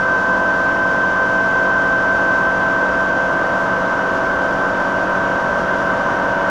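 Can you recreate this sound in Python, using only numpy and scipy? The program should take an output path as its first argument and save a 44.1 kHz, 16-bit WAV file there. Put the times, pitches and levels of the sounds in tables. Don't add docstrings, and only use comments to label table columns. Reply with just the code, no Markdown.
import sys
import numpy as np
from scipy import signal
from scipy.fft import rfft, irfft, next_fast_len
from scipy.io import wavfile

SR = 44100
rng = np.random.default_rng(int(sys.argv[2]) if len(sys.argv) > 2 else 0)


def file_out(sig):
    cols = np.atleast_2d(sig).T
    lim = np.clip(cols, -1, 1)
    pcm = np.round(lim * 32767).astype(np.int16)
    wavfile.write(sys.argv[1], SR, pcm)


N = 286641
TIME = np.arange(N) / SR

# (frequency [Hz], density [dB per Hz])
RUMBLE_SPECTRUM = [(25, -64.5), (60, -60), (120, -59), (200, -56.5), (350, -56), (600, -55), (850, -54.5),
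                   (1050, -52.5), (1500, -53), (1700, -58), (2000, -67.5), (2400, -72.5), (3100, -74),
                   (4000, -85)]
# (time [s], gain [dB])
RUMBLE_GAIN = [(0.0, -1.5), (6.5, 0.5)]
# (frequency [Hz], width of each filter pass [Hz], start level [dB rms], end level [dB rms])
TUBE_AND_COVER_RINGS = [(154.1, 2, -49, -49), (392.3, 2, -48, -48), (591.8, 3, -42, -39),
                        (601.6, 2, -43, -40), (696.1, 2, -45, -45), (800.8, 3, -47, -46),
                        (1131.2, 2, -46, -44), (1194.4, 2, -46, -44), (1490.2, 4, -46, -41),
                        (1507.7, 3, -40, -34), (1373.5, 2, -50, -42), (1479, 3, -50, -41),
                        (1458.2, 3, -47, -42)]
# (frequency [Hz], width of each filter pass [Hz], start level [dB rms], end level [dB rms])
PANEL_RINGS = [(110, 150, -43, -49.5), (309, 70, -45.5, -39.5), (612, 100, -37, -33), (1004, 68, -28, -40),
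               (1303, 46, -43.5, -45.5), (1483, 120, -37.5, -35), (2928, 240, -54, -50)]
# (start [Hz], end [Hz])
PULLEY_RATE = (47.245, 47.32)
# (order [multiple of shaft rate], start level [dB rms], end level [dB rms])
PULLEY_ORDERS = [(1, -52.7, -53.1), (2, -44.9, -57.7), (3, -48.9, -49.7), (4, -35.4, -33.8),
                 (5, -49.9, -44.5), (6, -37.2, -34.5), (7, -44.8, -44.2), (8, -40.3, -42.3),
                 (9, -52.0, -52.7), (10, -39.6, -38.9), (11, -41.3, -39.4), (12, -35.3, -29.6),
                 (13, -42.0, -39.6), (14, -29.0, -27.6), (15, -39.2, -38.4), (16, -44.4, -38.2),
                 (18, -37.6, -40.7), (20, -35.9, -28.7), (22, -43.8, -42.6), (23, -38.8, -40.7),
                 (32, -42.4, -36.9)]
# (order [multiple of motor rate], level [dB rms])
MOTOR_ORDERS = [(1, -51), (2, -48), (4, -48), (6, -44), (7, -50), (8, -42), (9, -41), (11, -42)]
# (frequency [Hz], relative density [dB per Hz])
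HISS_SPECTRUM = [(3300, -80), (3800, -80), (4100, -82), (4600, -81), (5100, -81.5), (5800, -81),
                 (6800, -86), (7300, -90.2), (7800, -92.7), (8300, -97.6), (9000, -98.3), (10000, -98.5),
                 (11300, -103.7), (15060, -105)]
# (frequency [Hz], width [Hz], boost [dB])
HISS_RESONANCES = [(4670, 60, 3), (5700, 200, 2.5), (6200, 100, 2), (6800, 80, 3), (9630, 200, 3.5),
                   (10350, 150, 3), (10900, 200, 2.5), (14000, 300, 2)]
# (time [s], teeth meshing per second [Hz], load on the gears [0-1])
FEED_CURVE = [(0.0, 516.57, 1.0), (2.1, 516.75, 1.0), (2.9, 516.97, .72), (3.7, 516.94, .28),
              (6.5, 517.13, 0.0)]
# (mesh harmonic [number], unloaded level [dB rms], full-load level [dB rms], slow waver [dB])
WHINE_HARMONICS = [(1, -32.7, -32.9, .5), (2, -39.5, -31.1, 1.0), (3, -24.2, -17.8, .3),
                   (4, -48.0, -48.5, 1.5), (5, -59.0, -50.2, 1.0), (6, -55.5, -52.5, 1.8)]
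# (mesh harmonic [number], offset [spindle orders], start level [dB rms], end level [dB rms])
RUNOUT_LINES = [(1, -1, -43, -49), (1, 1, -44, -46), (2, -4, -44, -42), (2, -3, -44, -47),
                (2, -2, -32, -37), (2, 1, -39, -43), (2, 2, -39, -40), (2, 3, -50, -43), (3, -1, -42, -49),
                (3, 1, -44, -50)]
SIDE_LINE_LEAD = (-.27, .17, 0)

MOTOR_HZ = 29.77
MESHES_PER_TURN = 93
HIGH_SPOT_TURNS, BITE_TURNS = .77, .1
HISS_DB = -45.5
CUTOFF_HZ = 15250


def from_db(db):
    return 10 ** (np.asarray(db) / 20)


def rms_one(x):
    return x / np.sqrt(np.mean(x ** 2) + 1e-20)


def in_time(rows):
    seconds, *columns = np.transpose(rows)
    return [np.interp(TIME, seconds, column) for column in columns]


def glide(start, end):
    return start + (end - start) * TIME / TIME[-1]


def drift(rate_hz):
    step, warm_up = 40, 2000
    pole = np.exp(-2 * np.pi * rate_hz * step / SR)
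    noise = rng.standard_normal(N // step + warm_up + 2)
    slow = signal.lfilter([1], [1, -2 * pole, pole * pole], noise)[warm_up:]
    return np.interp(np.arange(N) / step, np.arange(len(slow)), rms_one(slow - slow.mean()))


def tone(turns, level_db):
    return np.sqrt(2) * from_db(level_db) * np.sin(2 * np.pi * turns)


def coloured_noise(spectrum, peaks=()):
    size = next_fast_len(N)
    hz = np.maximum(np.arange(size // 2 + 1) * SR / size, 1)
    table_hz, table_db = np.transpose(spectrum)
    level_db = np.interp(np.log(hz), np.log(table_hz), table_db, right=-200)
    for centre_hz, width_hz, boost_db in peaks:
        level_db = level_db + boost_db / (1 + (2 * (hz - centre_hz) / width_hz) ** 2)
    white = rfft(rng.standard_normal(size)) * np.sqrt(SR / 2)
    return irfft(white * from_db(level_db), size)[:N]


def shed(x, wet_db):
    out = x.copy()
    lags = rng.uniform(.004, .04, size=10)
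    signs = rng.choice([-1, 1], size=10)
    for lag, sign in zip(lags, signs):
        echo_db = wet_db - 150 * lag
        out += sign * from_db(echo_db) * np.roll(x, int(lag * SR))
    return out * np.std(x) / np.std(out)


def castings(bite_db):
    level_db = in_time(RUMBLE_GAIN)[0] + 0.26 * bite_db
    return coloured_noise(RUMBLE_SPECTRUM) * from_db(level_db)


def rings():
    out = 0
    shaking = rng.standard_normal(N + SR // 2)
    for hz, width_hz, start_db, end_db in TUBE_AND_COVER_RINGS + PANEL_RINGS:
        radius = np.exp(-np.pi * width_hz / SR)
        poles = [1, -2 * radius * np.cos(2 * np.pi * hz / SR), radius * radius]
        ring = signal.sosfilt([[1, 0, -0.982] + poles] * 2, shaking)
        out = out + from_db(glide(start_db, end_db)) * rms_one(ring[-N:])
    return out


def motor():
    return sum(tone(order * MOTOR_HZ * TIME + rng.random(), db + 1.0 * drift(0.59))
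               for order, db in MOTOR_ORDERS)


def pulley():
    turns = np.cumsum(glide(*PULLEY_RATE)) / SR + rng.random()
    out = 0
    for order, start_db, end_db in PULLEY_ORDERS:
        phase = -.25 + rng.normal(0, .14)
        out = out + tone(order * turns + phase, glide(start_db, end_db) + .7 * drift(1.1))
    return out


def cut(spindle, throb_db, second_db, flutter_db, air_db):
    angle = 2 * np.pi * (spindle - BITE_TURNS)
    bite_db = throb_db * np.cos(angle) + second_db * np.cos(2 * angle)
    spectrum = [(2500, -110)] + list(HISS_SPECTRUM)
    hiss = rms_one(coloured_noise(spectrum, HISS_RESONANCES))
    low = signal.sosfiltfilt(signal.butter(4, 7800, fs=SR, output="sos"), hiss)
    air = (hiss - low) * from_db(air_db * drift(5.5))
    level_db = HISS_DB + bite_db + flutter_db * drift(7.0)
    return (low + air) * from_db(level_db), bite_db


def gears(mesh, spindle, load):
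    starts = rng.random(len(WHINE_HARMONICS))
    out = 0
    for start, (harmonic, free_db, full_db, waver_db) in zip(starts, WHINE_HARMONICS):
        level_db = free_db + load * (full_db - free_db) + waver_db * drift(.6)
        out = out + tone(harmonic * mesh + start, level_db)
    for harmonic, side, start_db, end_db in RUNOUT_LINES:
        carrier = harmonic * mesh + starts[harmonic - 1]
        turns = carrier + SIDE_LINE_LEAD[harmonic - 1] + side * (spindle - HIGH_SPOT_TURNS)
        out = out + tone(turns, glide(start_db, end_db) + .7 * drift(.8))
    return out


def scene():
    mesh_hz, load = in_time(FEED_CURVE)
    mesh = np.cumsum(mesh_hz) / SR
    spindle = mesh / MESHES_PER_TURN
    hiss, bite_db = cut(spindle, throb_db=.42, second_db=.2, flutter_db=.45, air_db=.3)
    noise = shed(castings(bite_db), wet_db=-19) + shed(hiss, wet_db=-20)
    return (gears(mesh, spindle, load) + pulley() + motor() + rings() + noise)[None]


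def record(dry):
    rounded = 1.5 * np.tanh(dry / 1.5)
    return signal.sosfilt(signal.cheby2(24, 50, CUTOFF_HZ, fs=SR, output="sos"), rounded)


dry = scene()
out = record(dry)
file_out(out)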